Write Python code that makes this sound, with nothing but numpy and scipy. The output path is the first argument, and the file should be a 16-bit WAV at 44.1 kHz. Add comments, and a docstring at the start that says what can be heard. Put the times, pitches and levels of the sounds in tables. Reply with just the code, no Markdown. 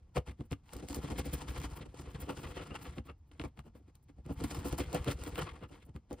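"""A serrated knife saws fast through a stale bread roll on a plastic board, close to a two-port phone.
Random grains of slip and breakage, gated by each stroke, ring board, crust and cut slot and spray crumbs.
Crust snaps are noise bursts and taps; rasps ring a note and overtone; knocks strike board and crust.
Hand pushes and bumps ring the counter. The roll is also set down and nudged.
Low shaped noise is the hum of a small quiet kitchen."""
import sys
import numpy as np
from scipy import signal
from scipy.fft import rfft, irfft
from scipy.io import wavfile
from scipy.ndimage import uniform_filter1d

SR = 44100
rng = np.random.default_rng(int(sys.argv[2]) if len(sys.argv) > 2 else 0)


def undo_db(level):
    """Turn decibels back into plain size, where 20 dB means ten times bigger."""
    steps = np.asarray(level, float) / 20
    return 10 ** steps


def generate_wav(signal):
    """Clip the signal to [-1, 1] and save it as 16-bit WAV at the path in sys.argv[1]."""
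    frames = np.transpose(np.atleast_2d(signal))
    scaled = np.clip(frames, -1, 1) * 32767
    pcm = np.round(scaled).astype(np.int16)
    wavfile.write(sys.argv[1], SR, pcm)


N = 273420
T_S = np.arange(N) / SR
FREQ_HZ = np.fft.rfftfreq(N, 1 / SR)


# blade or roll dragging between bites: (time [s], relative level [dB])
DRAG = [(0.0, -77.5), (0.5, -78), (0.71, -77), (0.9, -59), (1.0, -52.5), (1.52, -50.5), (1.64, -48),
        (1.78, -67.5), (2.0, -57.5), (2.64, -52.5), (2.93, -54.5), (3.09, -92), (3.38, -69.5),
        (3.55, -80.5), (4.18, -84), (4.3, -72), (4.36, -59), (4.43, -51.5), (4.97, -49), (5.16, -57.5),
        (5.3, -49.5), (5.45, -47.5), (5.63, -88), (6.2, -78)]
HISS_RE_DRAG_DB, HISS_DEEP_DB = -11.5, -4  # fine crumbs under the drag; muffling per unit of depth


def saw(clumps):
    """Teeth slip, crust breaks and crumbs fly at bite pressure; slow bodies lag their force."""
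    bite_clumps, coarse_clumps, fine_clumps, spot_shift = clumps
    deep = depth()
    drag = undo_db(2 * np.interp(T_S, *np.transpose(DRAG)))  # power
    hiss = drag * undo_db(2 * (HISS_RE_DRAG_DB + HISS_DEEP_DB * deep))
    slips, breaks = grains(700, 1.49), grains(2000, 1.1)
    dust, fines = grains(7000, 2.6), grains(11000, 1.6)
    ticks = grains(65, 1.4)  # a tooth flicks a hard crumb

    press = swell(column=3, early_ms=8.3)
    judder = played(slips + 0.84 * breaks, np.sqrt(press + 0.3 * drag), board)

    bite = bite_clumps * np.sqrt(swell(column=4, early_ms=1.1) + 0.24 * drag)
    crunch = played(breaks + 0.41 * slips, bite * np.sqrt(1 - deep), lambda f: crust(f, spot_shift))
    slot_ring = played(breaks, bite * np.sqrt(deep), slot)

    # coarse and fine crumbs come loose in their own clumps
    coarse = uniform_filter1d(dust * coarse_clumps, size=3)
    fine = fines * fine_clumps
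    fine = fine - uniform_filter1d(fine, size=3)
    spray = 1.1 * coarse + fine + 0.054 * breaks + 0.15 * ticks
    spray_gain = bite_clumps * np.sqrt(swell(column=5, early_ms=0) + hiss)
    crumb_spray = played(spray, spray_gain, crumbs)

    # the judder also passes through the board into the counter
    rumble_gain = np.sqrt(0.64 * press + 0.97 * drag)
    rumble = played(slips, rumble_gain, lambda f: counter(uniform_filter1d(f, size=60)))
    return judder + crunch + slot_ring + crumb_spray + rumble


# strokes of the blade through the roll:
# (time [s], length [ms], board level [dB], crust level [dB], crumb level [dB])
STROKES = [(0.701, 78, -71, -64.5, -69), (0.737, 23.4, -44.5, -51, -54), (0.765, 32, -46.5, -56, -61),
           (0.801, 30, -46.5, -55, -59), (0.842, 36, -42, -57.5, -59.5), (0.911, 41, -42, -71, -49),
           (0.947, 60, -47.5, -49, -51), (0.975, 34, -38.5, -63, -54.5), (1.047, 34, -40, -46.5, -51),
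           (1.121, 63, -39, -47.5, -52), (1.195, 31.5, -35, -43.5, -44), (1.268, 39, -40, -54, -51.5),
           (1.341, 25, -37.5, -43.5, -45), (1.382, 38, -56, -54, -57), (1.421, 21, -46, -40.5, -46),
           (1.501, 40, -43.5, -49, -51.5), (1.571, 30, -42.5, -46, -50.5), (1.646, 27, -44, -43.5, -46),
           (1.729, 45, -50, -53, -58.5), (1.777, 31, -48.5, -49, -56), (1.82, 33, -47, -54, -62),
           (1.865, 21.4, -46.5, -55, -63.5), (1.945, 10, -46, -61, -61.5), (2.005, 50, -53, -55.5, -55.5),
           (2.064, 61, -53, -57.5, -69), (2.154, 26, -47.5, -51, -63), (2.228, 55, -49.5, -52.5, -59.5),
           (2.301, 43, -36, -44, -55), (2.383, 42, -52, -52, -54), (2.449, 58, -46.5, -48.5, -59),
           (2.506, 47, -51, -50.5, -56.5), (2.576, 22.5, -42.5, -42.5, -57), (2.609, 39, -45.5, -47, -59),
           (2.717, 29, -43.5, -54.5, -75), (2.758, 23, -49, -42.5, -53.5), (2.827, 26, -54, -54, -58),
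           (2.867, 40, -49, -49.5, -60.5), (4.31, 36, -38, -51.5, -61), (4.417, 38, -40, -49.5, -54),
           (4.446, 16.3, -30.5, -42, -45), (4.514, 17, -40.5, -48, -45), (4.564, 108, -44, -48.5, -53),
           (4.66, 27.4, -32, -43.5, -47), (4.698, 57, -52, -56, -53), (4.73, 25, -40, -46, -47.5),
           (4.803, 33.4, -33.5, -40, -45), (4.953, 42, -34.5, -39, -48), (5.088, 40.7, -34, -38, -47.5),
           (5.122, 33, -44.5, -47, -47), (5.197, 35, -49, -57, -57), (5.237, 38, -54, -56, -57),
           (5.275, 29, -43.5, -49, -53), (5.396, 41, -38, -43, -56.5), (5.425, 18, -60, -40, -45),
           (5.482, 51, -71, -47, -61), (5.56, 77, -56.5, -58, -67), (5.634, 43, -47, -53.5, -69.5)]
# the roll set down, turned and slid: (time [s], rise [ms], fall [ms], board level [dB], crust level [dB])
NUDGES = [(0.175, 16.7, 12, -33.5, -40), (0.283, 14.4, 25, -46.5, -51.5), (0.409, 20.3, 12, -44, -60),
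          (0.456, 25, 9.7, -62, -72.5), (0.533, 18.4, 4, -34.5, -49), (2.985, 18, 13.5, -40.5, -55.5),
          (3.059, 13, 33, -59.5, -61), (3.098, 18, 16.6, -50, -64), (3.316, 3, 17, -62, -65),
          (3.355, 25, 34, -69, -73), (3.4, 4.7, 20, -41, -48.5), (3.45, 15, 16.7, -40, -53.5),
          (3.594, 22.4, 12, -52.5, -62.5), (3.673, 23, 15.5, -54, -64.5), (3.76, 16, 19.4, -56, -65.5),
          (3.81, 15, 11, -61, -85), (3.889, 18, 13, -62.5, -69.5), (3.954, 12, 13, -73, -72.5),
          (4.101, 16, 7.3, -56, -65.5), (4.187, 17, 16, -53, -68.5), (4.264, 13.4, 32, -53, -63),
          (5.722, 23, 9.5, -52, -57.5), (5.75, 27, 40, -58, -61.5), (5.828, 16, 17, -65, -65),
          (5.887, 29, 18, -57.5, -69), (5.964, 17, 16, -51.5, -64.5), (6.129, 21.8, 14.3, -42, -57.5),
          (6.192, 19, 10, -61, -62)]
RISE_SHARE = 0.55  # part of a stroke spent building pressure
NUDGE_CRUMBS_RE_CRUST_DB = -8  # crumbs rolling under a nudged roll


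def contacts():
    """Strokes and nudges as rows of time, rise, fall and the levels of board, crust and crumbs."""
    strokes = [(s, RISE_SHARE * ms, (1 - RISE_SHARE) * ms, *dbs) for s, ms, *dbs in STROKES]
    nudges = [(*row, row[-1] + NUDGE_CRUMBS_RE_CRUST_DB) for row in NUDGES]
    return strokes + nudges


def swell(column, early_ms):
    """Contact pressure, added in power: bell up, trailing fall, peak early_ms before the contact time."""
    power = np.zeros(N)
    for row in contacts():
        time_s, rise_ms, fall_ms = row[:3]
        i = slice(max(int((time_s - .15) * SR), 0), int((time_s + .15) * SR))
        ms = 1000 * (T_S[i] - time_s) + early_ms
        rise = (ms / max(rise_ms - early_ms, 2)) ** 2
        fall = np.abs(ms / fall_ms) ** 1.5
        power[i] += undo_db(2 * row[column]) * np.exp(-1.6 * np.where(ms < 0, rise, fall))
    return power


def played(force, gain, body):
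    """Drive a body with a force whose strength follows gain; a steady force gives rms 1."""
    return body(force * gain) / np.sqrt(np.mean(body(force) ** 2))


def grains(rate_hz, spread_db):
    """Random clicks, many small and few large."""
    size = undo_db(spread_db * np.minimum(rng.exponential(size=N), 4.5)) * rng.standard_normal(N)
    return unit(size * (rng.random(N) < rate_hz / SR))


def patches(rate_hz, patchy_db):
    """The crust gives way in clumps: a random gain held for 1 / rate_hz and slewed."""
    hold = int(SR / rate_hz)
    steps = np.repeat(rng.standard_normal(N // hold + 1), hold)
    return unit(undo_db(patchy_db * uniform_filter1d(steps, hold // 3 + 1)[:N]))


# the two cuts: (blade enters [s], full depth [s], slice parts [s], added depth at full [share 0-1])
CUTS = [(1.9, 2.704, 3.05, 0.24), (4.9, 5.507, 5.23, 0.55)]
SHALLOW = 0.25  # share of slot ring outside a deep cut


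def depth():
    """Slot share: each cut ramps it up; the first ramps back, the second parts short of full depth."""
    # the second cut's times are out of order: its ramp drops straight to 0 at parting
    return np.clip(SHALLOW + sum(np.interp(T_S, row[:3], (0, row[3], 0)) for row in CUTS), 0, 1)


# plastic board resonances: (frequency [Hz], width [Hz], level [dB])
BOARD = [(227.6, 19.5, -4), (283.4, 27, -2.5), (369, 46, -4.5), (447, 74.4, -3.5), (505, 44, -0.5),
         (585, 42.6, -6.5), (713, 47.5, -5.5), (808, 30, -2.5)]
# the board note that the grip favours: (time [s], frequency [Hz])
GRIP = [(0.0, 425), (0.22, 404), (0.31, 250), (1.76, 297), (2.5, 340), (2.61, 392), (2.7, 296), (4.37, 248),
        (4.83, 304), (4.92, 435), (5.27, 300), (5.36, 395), (5.65, 304), (5.97, 257), (6.1, 384),
        (6.2, 343)]


def board(force):
    """Plastic board: resonances near the grip's favoured note ring hardest."""
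    return ring(force, BOARD, np.interp(T_S, *np.transpose(GRIP)), octaves=0.7)


# dry crust resonances: (frequency [Hz], width [Hz], level [dB])
CRUST = [(860, 264, 4), (1118, 91, 2), (1193.6, 66, 5.5), (1297, 320, 2), (1626, 193, 1.5), (1910, 263, -1),
         (2110, 248, 3), (2827, 403, 2), (2990, 41, 0), (3265, 430, -2.5), (4420, 330, -2.5),
         (4930, 240, -5)]
CRUST_NOTE_HZ, CRUST_NOTE_DEEP_HZ = 1185, 1445  # favoured note at depth share 0 and 1


def crust(force, shift=1):
    """Hollow dry roll: depth and the spot under the teeth shift the favoured note."""
    note_hz = CRUST_NOTE_HZ + (CRUST_NOTE_DEEP_HZ - CRUST_NOTE_HZ) * depth()
    return ring(force, CRUST, shift * note_hz)


# resonances of the slot of the cut: (frequency [Hz], width [Hz], level [dB])
HOLLOW = [(1300, 260, 0), (2850, 520, -2)]


def slot(force):
    """Slot of the cut: its resonances act twice in series."""
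    return ring(ring(force, HOLLOW), HOLLOW)


# crumb spectrum: (frequency [Hz], level [dB])
CRUMBS = [(2500, -3.5), (4000, -1.5), (5000, 0.5), (7000, 0.5), (9000, 0), (11000, 0), (13000, 1),
          (15500, -1), (16000, -43)]


def crumbs(force):
    """Bright spectrum of flying crumbs."""
    return colour(force, CRUMBS)


# single snaps of crust: (time [s], relative burst level [dB], relative crust tap level [dB])
SNAPS = [(0.151, -58, -40), (0.5104, -44, -43), (0.5205, -39.5, -43), (0.734, -34.5, -36),
         (0.766, -39, -57), (0.886, -32.5, -40), (0.929, -44, -49), (0.9456, -28, -39), (1.0365, -43, -45),
         (1.186, -50, -22), (1.336, -61, -42), (1.419, -44, -45), (1.6008, -40, -53), (1.6162, -39, -25),
         (1.637, -57, -40), (2.4324, -46, -49), (3.5743, -67, -33), (3.5915, -49.5, -24),
         (3.9538, -49.5, -66), (4.2618, -50, -39), (4.4393, -31, -42), (4.505, -39, -53),
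         (4.5211, -45, -55), (4.5467, -35.5, -39), (4.726, -34.5, -26), (4.7963, -34.5, -29.5),
         (4.9294, -32, -37), (4.9463, -27.5, -31), (5.0446, -37.5, -24), (5.237, -33, -39),
         (5.356, -40, -51), (5.9623, -51.5, -30), (6.104, -58, -41), (6.129, -40.5, -59)]


def snaps():
    """Crust snaps: a bright noise burst decaying in 1.6 ms and a tap on the crust."""
    bright, tap = np.zeros(N), np.zeros(N)
    fade = np.exp(-np.arange(220) / SR / 0.0016)
    noises = rng.standard_normal((len(SNAPS), 220))
    for (time_s, burst_db, tap_db), noise in zip(SNAPS, noises):
        i = int(time_s * SR)
        bright[i:i + 220] += undo_db(burst_db) * 2.45 * unit(fade * noise) * np.std(fade)
        tap[i] += undo_db(tap_db) * np.sign(noise[0])
    return undo_db(-7) * crumbs(bright) + undo_db(9) * crust(tap)


# blade or cut face rubs and the hollow crumb sings: (time [s], length [ms], note [Hz], level [dB])
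RASPS = [(2.6, 33, 1300, -51), (2.716, 34, 1240, -51), (2.865, 22, 1210, -53.5), (3.099, 27, 1230, -52.5),
         (3.452, 35, 1030, -54.5), (5.39, 34, 1330, -43.5), (5.482, 30, 1120, -52),
         (5.558, 22, 1200, -56.5), (5.637, 36, 1250, -59)]
RASP_WIDTH = 0.082  # share of the note
RASP_OVERTONE, RASP_OVERTONE_DB = 2.25, -7  # multiple of the note, level


def rasps():
    """Short rubs whose slips ring a note and its overtone."""
    out, slips = np.zeros(N), grains(1500, 2.3)
    for time_s, ms, hz, db in RASPS:
        i = slice(int((time_s - .08) * SR), int((time_s + .087) * SR))
        width_hz = RASP_WIDTH * hz
        notes = [(hz, width_hz, 0), (RASP_OVERTONE * hz, width_hz, RASP_OVERTONE_DB)]
        envelope = np.exp(-(2000 * (T_S[i] - time_s) / ms) ** 2)
        out[i] += undo_db(db) * envelope * unit(ring(slips[i], notes))
    return out


# solid knocks of roll and blade on the board:
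# (time [s], relative board blow [dB], relative crust blow [dB], board note [Hz])
KNOCKS = [(0.169, -5.5, -26.5, 530), (0.178, -50, -27, 520), (0.277, -58, -45, 261),
          (0.408, -24.5, -45, 293), (0.515, -22, -33, 315), (0.529, -34, -31, 260),
          (0.692, -62, -43.5, 291), (1.181, -35, -37, 278), (2.284, -22, -67, 296),
          (2.566, -18.5, -59, 470), (2.744, -21, -49, 453), (2.983, -28, -33.5, 266),
          (3.098, -27, -39, 325), (3.315, -50, -47, 275), (3.397, -54, -26.5, 283),
          (3.415, -38, -31.5, 293), (3.439, -18, -58, 365), (3.456, -18, -55, 254),
          (3.752, -32.5, -70, 470), (5.076, -11.5, -43, 290), (5.357, -57, -27.5, 371),
          (5.38, -12, -32, 417), (5.895, -38.5, -81, 264), (6.11, -18.5, -61, 280),
          (6.118, -23.5, -60, 495)]
HELD_DAMPING = 2.8  # the hand and the roll widen the board's notes at a knock


def knocks():
    """One blow each into board and crust; the spot that is hit picks the board note."""
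    low, high = np.zeros(N), np.zeros(N)
    for time_s, board_db, crust_db, _ in KNOCKS:
        i = int(time_s * SR)
        low[i], high[i] = undo_db(board_db), undo_db(crust_db)
    note_hz = np.interp(T_S, *np.transpose(sorted(KNOCKS))[[0, 3]])
    held_board = [(hz, HELD_DAMPING * width_hz, db) for hz, width_hz, db in BOARD]
    thud = undo_db(31.5) * ring(low, held_board, note_hz, octaves=0.25)
    # the board blow also rings the crust in a narrow range
    thud_crust = undo_db(15.5) * ring(low, CRUST, 992, octaves=0.14)
    crack = undo_db(17.5) * ring(high, CRUST, 2100, octaves=0.94)
    return thud + thud_crust + crack


# counter resonances: (frequency [Hz], width [Hz], level [dB])
COUNTER = [(49, 15, -17), (66.6, 18, 9), (97.6, 18.5, 5.5), (143, 38, 6)]


def counter(force):
    """Kitchen counter: a few bass resonances."""
    return ring(force, COUNTER)


# strongest pushes of the hand into the counter: (time [s], relative level [dB])
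THUMPS = [(0.293, -42), (0.763, -43.5), (0.848, -52), (0.989, -37), (1.121, -38), (1.192, -44),
          (1.281, -40), (1.346, -35.5), (1.419, -42), (1.5, -35.5), (1.585, -35.5), (1.657, -36),
          (1.728, -38), (1.887, -47.5), (1.998, -46), (2.084, -42.5), (2.233, -43), (2.38, -46),
          (2.459, -42), (2.508, -41.5), (2.588, -48), (2.714, -48), (2.891, -42), (2.998, -40),
          (4.318, -37.5), (4.376, -40.5), (4.448, -35), (4.524, -47), (4.584, -37.5), (4.725, -34),
          (4.876, -40), (4.954, -32.5), (5.008, -33), (5.152, -37.5), (5.214, -39.5), (5.335, -41),
          (5.524, -44.5), (5.641, -52), (5.847, -52.5)]
# hard bumps of roll or blade, through the board into the counter: (time [s], relative level [dB])
BUMPS = [(0.185, -25.5), (0.409, -41), (0.525, -30), (1.818, -41), (2.155, -36), (3.415, -44), (3.454, -39),
         (3.598, -41.5), (3.679, -48.5), (3.756, -55), (4.012, -65), (4.2, -46), (4.804, -32.5),
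         (5.435, -35), (5.901, -47), (5.961, -38), (6.136, -43)]
PUSH_MS, BUMP_MS, PUSH_LEAD_MS = 2.35, 0.81, 8.97  # bell widths (sigma); lead of push on table time


def thumps():
    """Pushes, down or up, a little before the counter's swing peaks: hand long and deep, bumps short."""
    force = np.zeros(N)
    rows = [(*row, PUSH_MS) for row in THUMPS] + [(*row, BUMP_MS) for row in BUMPS]
    for (time_s, db, ms), way in zip(rows, rng.standard_normal((len(rows), 1))):
        i = slice(int((time_s - .04) * SR), int((time_s + .03) * SR))
        bell = np.exp(-.5 * ((1000 * (T_S[i] - time_s) + PUSH_LEAD_MS) / ms) ** 2)
        force[i] += undo_db(db) * np.sign(way) * bell
    return undo_db(5) * counter(force)


# kitchen hum spectrum: (frequency [Hz], relative density [dB per Hz])
KITCHEN = [(18, -43), (30, 0), (81, 4), (584, -33), (844, -28), (1430, -41), (3310, -47), (6380, -44.5),
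           (14800, -89), (16000, -79)]


def kitchen():
    """Quiet low hum of the room: shaped noise."""
    return undo_db(-61) * unit(colour(rng.standard_normal(N), KITCHEN))


def unit(x):
    """Scale to rms 1."""
    return x / np.sqrt(np.mean(x ** 2))


def colour(x, points):
    """Shape a spectrum by (Hz, dB) points, interpolated over log frequency."""
    hz, db = np.transpose(points)
    return irfft(rfft(x) * undo_db(np.interp(np.log(FREQ_HZ + 1), np.log(hz), db)), N)


def ring(x, modes, note_hz=None, octaves=1.):
    """Sum of resonances, those near the favoured note driven hardest; neighbours in opposite sense."""
    out = 0
    for k, (hz, width_hz, db) in enumerate(modes):
        reach = 1 if note_hz is None else 1 / (1 + (np.log2(hz / note_hz) / octaves) ** 2)
        mode = signal.lfilter(*signal.iirpeak(hz, hz / width_hz, SR), x * reach)
        out = out + (-1) ** k * undo_db(db) * mode
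    return out


def tail(t60_s, count):
    """A decaying noise response of unit energy."""
    t = np.arange(count) / SR
    decay = np.exp(-np.log(1000) * t / t60_s)
    return unit(rng.standard_normal(count) * decay) / np.sqrt(count)


# path difference between the ports: (frequency [Hz], left lead [rad], likeness [0-1])
PORTS = [(0, 0, .996), (100, .04, .996), (180, .1, .99), (300, .5, .94), (690, .7, .85), (1200, .3, .7),
         (1720, -.8, .65), (2240, 0, .9), (3270, .8, .7), (4820, .1, .75), (5860, -2.5, .7),
         (6890, -3.9, .75), (8440, -6, .92), (9470, -6.4, .96), (11000, -8.1, .82), (12575, -9.4, .97),
         (14600, -11.1, .7), (15700, -12.3, .85), (22050, -18, .8)]
# level difference between the ports: (frequency [Hz], left minus right [dB])
LEFT_DB = [(60, 0), (400, 0), (700, 2.5), (1300, 3.5), (2400, 1.5), (4400, 1), (8000, 0)]


def ports(here, scattered):
    """Two ports: likeness sets the shared part, half the lead and level difference goes to each side."""
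    hz, lead, alike = np.transpose(PORTS)
    lead = np.interp(FREQ_HZ, hz, lead)
    alike = np.clip(np.interp(FREQ_HZ, hz, alike), 0, 1)
    same = rfft(here) * np.sqrt((1 + alike) / 2)
    other = rfft(scattered) * np.sqrt((1 - alike) / 2)
    hz, db = np.transpose(LEFT_DB)
    left_db = np.interp(np.log(FREQ_HZ + 1), np.log(hz), db)
    tilt = undo_db(left_db / 2) * np.exp(.5j * lead)
    return np.array([irfft((same + other) * tilt, N), irfft((same - other) / tilt, N)])


def scene():
    """The sound at the phone: direct, with walls, and a scattered share that differs at the ports."""
    hits, pushes = snaps() + knocks() + rasps(), thumps()
    # bite strength, coarse crumbs, fine crumbs, spot under the teeth
    clumps = patches(90, 2.5), patches(40, -0.5), patches(40, 9), patches(25, 2)
    near = saw(clumps) + hits
    walls = undo_db(-15) * signal.fftconvolve(near, tail(0.13, count=16384))[:N]
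    here = near + walls + pushes + kitchen()
    # other grains of the cut reach the ports by other paths
    scattered_hits = signal.fftconvolve(hits, tail(0.072, count=2048))[:N]
    scattered = saw(clumps) + scattered_hits + pushes + kitchen()
    return ports(here, scattered)


def low_pass(x):
    """Removes everything above the highest recorded frequency."""
    return signal.sosfilt(signal.butter(12, 16970, fs=SR, output="sos"), x)


def record(dry):
    """The microphone drops the deepest bass."""
    high_pass = signal.butter(2, 32, "high", fs=SR, output="sos")
    mix = signal.sosfilt(high_pass, dry)
    return low_pass(mix)


dry = scene()
out = record(dry)
generate_wav(out)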